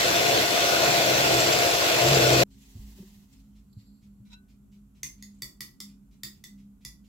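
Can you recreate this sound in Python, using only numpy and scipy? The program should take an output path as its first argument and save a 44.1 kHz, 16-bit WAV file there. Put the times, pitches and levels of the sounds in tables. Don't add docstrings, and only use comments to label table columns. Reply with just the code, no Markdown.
import sys
import numpy as np
from scipy import signal
from scipy.fft import rfft, irfft, next_fast_len
from scipy.io import wavfile
from scipy.ndimage import uniform_filter1d, map_coordinates

SR = 44100
rng = np.random.default_rng(int(sys.argv[2]) if len(sys.argv) > 2 else 0)


def elevation(decibels):
    levels = np.asarray(decibels, float)
    return 10 ** (levels / 20)


def to_wav(sig):
    pcm = np.clip(np.atleast_2d(sig), -1, 1) * 32767
    pcm = np.round(pcm).astype(np.int16)
    wavfile.write(sys.argv[1], SR, pcm.T)


N = 312228
TIME = np.arange(N) / SR

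# frequency in Hz, left-right likeness (0 to 1).
LIKENESS = [(60, 0.97), (290, 0.94), (640, 0.075), (3000, 0)]
# frequency in Hz, relative level in dB per Hz.
RUSTLE_COLOUR = [(880, -52), (1500, -23), (2060, -6), (9470, -5), (12500, -12), (16000, -16.5)]


def unit(x):
    return x / np.sqrt(np.mean(x ** 2) + 1e-20)


def along(points, hz):
    f, v = np.transpose(points)
    return np.interp(np.log(hz + 1), np.log(f + 1), v)


def colour(points):
    return lambda hz: elevation(along(points, hz))


def wobble(rate):
    return map_coordinates(rng.standard_normal(int(N * rate / SR) + 4), [np.arange(N) * rate / SR])


def filtered(x, response):
    m = next_fast_len(x.shape[-1] + 8192)
    spectrum = rfft(x, m) * response(np.fft.rfftfreq(m, 1 / SR))
    return irfft(spectrum, m)[..., :x.shape[-1]]


def rush(gain, alike, lag_s=0):
    def mid_side(hz):
        turn = np.arccos(np.clip(along(alike, hz), -1, 1)) / 2
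        return gain(hz) * [np.cos(turn), np.sin(turn)]

    mid, side = filtered(rng.standard_normal((2, N)), mid_side)
    pair = np.array([mid + side, mid - side])
    return unit(filtered(pair, lambda hz: np.exp(np.outer([1j, -1j], np.pi * hz * lag_s))))


def patchy(x, depth_db):
    z = signal.stft(x, nperseg=512)[2]
    field = uniform_filter1d(rng.standard_normal(z.shape[1:]), size=3, axis=0)
    field = uniform_filter1d(field, size=9, axis=1)
    return unit(signal.istft(z * elevation(depth_db * unit(field)), nperseg=512)[1][:, :N])


def strokes(rows, rise, fall):
    gain = 0
    for s, hold, db in rows:
        swell = rise * np.clip(s - TIME, 0, None)
        decay = fall * np.clip(TIME - s - hold, 0, None)
        gain = gain + elevation(db - swell - decay)
    return gain


def ring(modes, t, scatter_db):
    return sum(elevation(db + scatter_db * rng.normal() - 60 * t / t60) * np.sin(2 * np.pi * hz * t)
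               for hz, db, t60 in modes)


def add(out, s, sound):
    at = out[..., round(s * SR):][..., :sound.shape[-1]]
    at += sound[..., :at.shape[-1]]


def room(x, wet_db):
    # frequency in Hz, t60 in seconds.
    reverb = [(200, 0.59), (2000, 0.24), (15000, 0.26)]
    hz, t, z = signal.stft(rng.standard_normal((2, SR // 2)), SR, nperseg=256)
    tail = signal.istft(z * elevation(-60 * t / along(reverb, hz)[:, None]), SR, nperseg=256)[1]
    tail = np.pad(tail, ((0, 0), (260, 0))) / np.linalg.norm(tail[0])
    direct = np.pad(x, (0, tail.shape[1] - 1))
    return direct + elevation(wet_db) * signal.fftconvolve(x[None], tail, axes=1)


def motor_noise(hum_db, near):
    # frequency in Hz, relative level in dB per Hz.
    fan_colour = [(470, -28.5), (800, -1), (942, -7), (1480, 0), (1680, -3), (2570, -0.5), (3300, -3),
                  (4240, -2.5), (7450, -9), (9300, -13), (12300, -12), (15800, -16)]
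    # frequency in Hz, relative level in dB per Hz.
    roar_colour = [(18, -54), (30, -25), (129, -10.5), (251, -13.5), (340, -9), (679, -3), (851, -15.5),
                   (1100, -15.5), (1430, -49), (2420, -120)]
    # centre in Hz, width in Hz, boost in dB.
    housing = [(297, 12, 5), (339, 18, 8.5), (402, 10, 7.5), (446, 7, 8.5), (460, 8, -8), (476, 10, 4),
               (499, 13, 4), (1290, 30, -4), (1455, 20, 6), (2773, 16, 4), (548, 12, 4), (641, 20, 2.5),
               (2560, 140, 3), (5750, 120, 5)]

    def shell(hz):
        return elevation(sum(db / (1 + (2 * (hz - c) / w) ** 2) for c, w, db in housing))

    pressure_db = hum_db + 39.5
    fan_db = -22.5 + 0.043 * pressure_db + 0.33 * wobble(30) + 0.69 * wobble(300)
    roar_db = -25 + 0.18 * pressure_db + 0.95 * wobble(60)
    fan = rush(lambda hz: colour(fan_colour)(hz) * shell(hz), near, lag_s=0.00027)
    roar = rush(lambda hz: colour(roar_colour)(hz) * shell(hz), near, lag_s=0.00025)
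    return elevation(fan_db) * patchy(fan, depth_db=1.52) + elevation(roar_db) * patchy(roar, depth_db=1.5)


def gear_tones(gear):
    # multiple, mean level in dB.
    overtones = [(1, -30.5), (3, -45), (6, -40), (10, -52.5), (12, -46), (18, -57.5)]
    tones = 0
    for order, db in [(5, -35)] + overtones:
        flutter = np.array([wobble(7.8), wobble(13)])
        phase = 2 * np.pi * order * gear + 0.55 * flutter[::-1]
        tones = tones + elevation(db + 2.5 * flutter) * np.sin(phase)
    return tones


def beater_ticks(turn):
    # frequency in Hz, relative level in dB, t60 in seconds.
    glass = [(1340, -5, .025), (4650, 0, .025), (6200, -6, .02), (7330, 0, .045), (8100, -7, .04)]
    # time of full level in seconds, hold in seconds, level in dB.
    brushes = [(.85, 0.043, -27.5), (1.4, 0.17, -22), (2.1, 0.42, -25)]
    brush = elevation(-42) + strokes(brushes, rise=97, fall=170)
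    ticks, t = np.zeros((2, N)), np.arange(SR // 10) / SR
    for i in np.flatnonzero(np.diff(np.floor(turn))):
        add(ticks, i / SR, room(brush[i] * ring(glass, t, scatter_db=2), wet_db=-3))
    return ticks


def table_hum(hum_db, turn):
    blades = 2 * np.pi * turn + 0.17 * wobble(12)
    rattle = elevation(-7.5) * np.sin(21 * blades)
    shake = np.sin(8 * blades) + elevation(-17) * np.sin(4 * blades) + rattle
    return elevation(hum_db + 1.6 * wobble(25)) * shake


def mixer():
    # time in seconds, mean table hum in dB.
    press = [(0, -45), (.2, -46.5), (.41, -33.5), (.46, -51), (.68, -49.5), (.74, -42.5), (1.37, -32),
             (1.69, -45), (1.93, -43), (2.06, -23.5), (2.43, -24.5)]
    # frequency in Hz, direct share (0 to 1).
    near = [(60, 1), (190, 1), (300, 0.32), (700, 0.54), (1500, 0.36), (15000, 0.037)]
    # frequency in Hz, left-right difference in dB.
    lean = [(150, -.3), (700, 4), (2400, .8), (6000, 1), (10000, -2.5)]
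    press_s, press_db = np.transpose(press)
    hum_db = np.interp(TIME, press_s, press_db)
    gear = np.cumsum(693.6 + 0.3 * wobble(3)) / SR
    turn = gear / 43 + 0.37
    song = elevation(hum_db - 17.5) * rush(lambda hz: 1 / (1 + ((hz - 7330) / 30) ** 2), near)
    sides = motor_noise(hum_db, near) + gear_tones(gear) + beater_ticks(turn) + song
    leaning = filtered(sides, lambda hz: elevation(np.outer([0.5, -0.5], along(lean, hz))))
    return leaning + table_hum(hum_db, turn)


def fork_taps():
    # time in seconds, dry peak in dB, rim ring in Hz, tine ring in Hz,
    # tine level in dB over the china.
    taps = [(5.032, -18.5, 2064, 6300, 16.5), (5.225, -31, 2016, 6595, 15), (5.421, -21.5, 1974, 5075, 6),
            (5.6068, -23, 1960, 5060, 11), (5.8031, -24.5, 2038, 5086, 6), (6.234, -20.5, 1898, 3607, 9),
            (6.4397, -31.5, 2006, 5830, 6), (6.85, -24, 1980, 4825, 4)]
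    # time in seconds, level in dB.
    thuds = [(5.032, -39), (5.421, -41), (5.608, -46), (6.234, -39.5), (6.85, -46)]
    # frequency in Hz, relative level in dB, t60 in seconds.
    china = [(328, -23.5, 0.051), (1182, -11, 0.0086), (3545, -8.5, 0.025), (4580, -5, 0.024),
             (5150, -9.5, 0.03), (6940, -10.5, 0.01), (11600, -6, 0.015)]
    # frequency in Hz, relative level in dB per Hz.
    crack_colour = [(410, -73), (700, -33), (1300, -20), (1680, -60), (1970, -6.5), (2660, -21.5),
                    (3500, -13.5), (6150, -10), (8500, -9), (16000, -15.5)]
    out, t = np.zeros((2, N)), np.arange(SR // 5) / SR
    rise = np.clip(t / 0.003, 0, 1) ** 3
    for s, db, rim_hz, tine_hz, tine_db in taps:
        crack = unit(filtered(rng.standard_normal(len(t)), colour(crack_colour)))
        crack = crack * elevation(9.5 - 60 * t / 0.014)
        modes = china + [(rim_hz, -9, 0.041), (tine_hz, tine_db, 0.01)]
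        blow = rise * (crack + ring(modes, t, scatter_db=2))
        heard = room(elevation(db) * blow / np.abs(blow).max(), wet_db=2)
        add(out, s - 0.0018, elevation([[-0.3], [0.3]]) * heard)
    for s, db in thuds:
        thud = ring([(135, 0, 0.15), (60, -6, 0.15)], t, scatter_db=2)
        add(out, s, elevation(db) * thud * (1 - np.exp(-t / 0.008)))
    add(out, 5.425, elevation(-66) * ring([(603, 0, 0.35)], t, scatter_db=0))
    return out


def fork_graze():
    # time of full level in seconds, hold in seconds, level in dB before the ringing.
    clink = [(4.255, .13, -78), (4.302, .008, -66), (4.319, .002, -57), (4.331, .008, -54)]
    # frequency in Hz, relative level in dB, t60 in seconds.
    cutlery = [(980, -7, .1), (1502, -8, .36), (2681, -7, .15), (3984, 6, .075), (5600, -9, .03)]
    t = np.arange(SR // 5) / SR
    graze = strokes(clink, rise=4000, fall=900) * rng.standard_normal((2, N))
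    rung = signal.fftconvolve(graze, ring(cutlery, t, scatter_db=0)[None], axes=1)[:, :N]
    bright = filtered(graze, lambda hz: along([(600, 0), (5000, 1), (9000, 0.3), (16000, 0.1)], hz))
    return elevation(-26) * rung + elevation(4) * bright


def fork_drags():
    # time of full level in seconds, hold in seconds, level in dB.
    catch = [(3.73, 0, -58)]
    # time of full level in seconds, hold in seconds, level in dB.
    scrape = [(3.8, 0.047, -69)]
    # centre in Hz, width in Hz, relative level in dB.
    squeak = [(4400, 800, -3), (7420, 70, 4), (11400, 400, -7), (13000, 200, -8)]
    # time of full level in seconds, hold in seconds, level in dB.
    stir = [(5.3, 0.081, -75), (6.5, 0.059, -80.5)]
    # time of full level in seconds, hold in seconds, level in dB.
    flicks = [(5.35, 0.0017, -67), (5.387, 0.0037, -67), (5.573, 0, -74)]

    def bands(hz):
        return sum(elevation(db) / (1 + (2 * (hz - c) / w) ** 2) for c, w, db in squeak)

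    slide_gain = strokes(catch, rise=9000, fall=1200) + strokes(scrape, rise=156, fall=65)
    slide = slide_gain * elevation(2.5 * wobble(29.64)) * rush(bands, LIKENESS)
    stir_gain = strokes(stir, rise=49, fall=97) * elevation(1.4 * wobble(15))
    stirring = stir_gain * rush(colour(RUSTLE_COLOUR), LIKENESS)
    high = rush(lambda hz: 1 / (1 + ((hz - 7800) / 900) ** 4), LIKENESS)
    return slide + stirring + strokes(flicks, rise=1900, fall=1500) * high


def cloth():
    # time of full level in seconds, hold in seconds, level in dB.
    rustles = [(2.512, 0.078, -65), (2.62, 0.044, -64.5), (2.79, 0.041, -74), (2.99, 0, -72),
               (3.08, .06, -74), (3.33, 0, -68)]
    # time of full level in seconds, hold in seconds, level in dB.
    drags = [(2.66, 0.026, -64), (2.79, 0.063, -60.5), (2.99, .04, -59)]
    grains = patchy(rush(colour(RUSTLE_COLOUR), LIKENESS), depth_db=3.5)
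    rustle = strokes(rustles, rise=900, fall=75) * elevation(2.2 * wobble(77)) * grains
    # (Hz, linear gain); a negative gain only flips the phase
    drag_gain = [(200, -8.5), (370, 7.0), (500, 1.2), (900, 3.04), (1400, 0.6), (2100, 2.85), (2500, -2.5)]
    low = rush(lambda hz: along(drag_gain, hz), LIKENESS)
    return rustle + strokes(drags, rise=94, fall=41) * elevation(1.6 * wobble(40)) * low


def bumps():
    # time in seconds, level in dB, frequency in Hz, t60 in seconds.
    blows = [(2.753, -32, 96, 0.16), (2.79, -31.5, 54.8, 0.48), (2.758, -39.5, 210, 0.15),
             (2.984, -40, 381, 0.066), (2.999, -37.5, 186, 0.21), (3.026, -41, 377, 0.08),
             (3.766, -33.5, 111, 0.13), (4.196, -37.5, 116, 0.14)]
    out, t = np.zeros((2, N)), np.arange(SR // 2) / SR
    for s, db, hz, t60 in blows:
        boom = unit(filtered(rng.standard_normal(len(t)), lambda f: f / hz / (1 + (f / hz) ** 4)))
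        note = ring([(hz, 0, t60)], t, scatter_db=0) + elevation(-5 - 120 * t / t60) * boom
        add(out, s, elevation(db) * (1 - np.exp(-t / 0.0051)) * note)
    return out


def kitchen():
    # frequency in Hz, relative level in dB per Hz.
    floor_colour = [(15, -58), (25, -8.5), (143, -11), (216, -9.5), (295, -22.5), (327, -26), (546, -35.5),
                    (1500, -39), (1950, -77.5), (3300, -120)]
    # frequency in Hz, relative level in dB per Hz.
    hiss_colour = [(900, -34), (1500, -11), (2600, -10.5), (5000, -14.5), (7500, -7), (12000, -5),
                   (16000, -13.5)]
    # centre in Hz, width in Hz, level in dB.
    hum = [(51, 13, -59), (139.2, 14, -71), (202.9, 8.9, -55), (268.4, 6.8, -67), (390, 13, -82.5)]
    # time of full level in seconds, hold in seconds, level in dB.
    swell = [(4.25, 0.049, -50.5)]
    out = elevation(-59.5) * rush(colour(floor_colour), LIKENESS)
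    out += elevation(-75) * rush(colour(hiss_colour), LIKENESS)
    for c, w, db in hum:
        level = elevation(db) + (150 < c < 230) * strokes(swell, rise=310, fall=220)
        out += level * rush(lambda hz: 1 / (1 + (2 * (hz - c) / w) ** 4), LIKENESS)
    return out


def hiss_puffs():
    out, t = np.zeros((2, N)), np.arange(SR // 20) / SR
    puff_gain = [(1500, 0.14), (2300, 0.98), (7000, 0.57), (12000, 0.25)]  # (Hz, linear gain)
    for s in np.arange(2.62, N / SR, 0.2325):
        puff = unit(filtered(rng.standard_normal(len(t)), lambda hz: along(puff_gain, hz)))
        shape = elevation(-66 - 60 * t / 0.15) * (1 - np.exp(-t / 0.0097))
        add(out, s, room(shape * puff, wet_db=6))
    return out


def ports(x):
    # frequency in Hz, gain in dB.
    mic = [(28, -6.5), (48, -1), (7500, 0), (9400, -7.5), (11200, -2)]
    return filtered(x, lambda hz: colour(mic)(hz) / (1 + (hz / 15900) ** 140))


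def scene():
    before = np.clip((2.436 - TIME) / 0.0015, 0, 1)
    fork = fork_taps() + fork_graze() + fork_drags()
    quiet = kitchen() + hiss_puffs() + cloth() + bumps() + fork
    return before * ports(mixer()) + (1 - before) * elevation([[-0.5], [0.5]]) * ports(quiet)


def band_limit(x):
    return signal.sosfilt(signal.butter(12, 16420, fs=SR, output="sos"), x)


def record(dry):
    return band_limit(dry)


dry = scene()
out = record(dry)
to_wav(out)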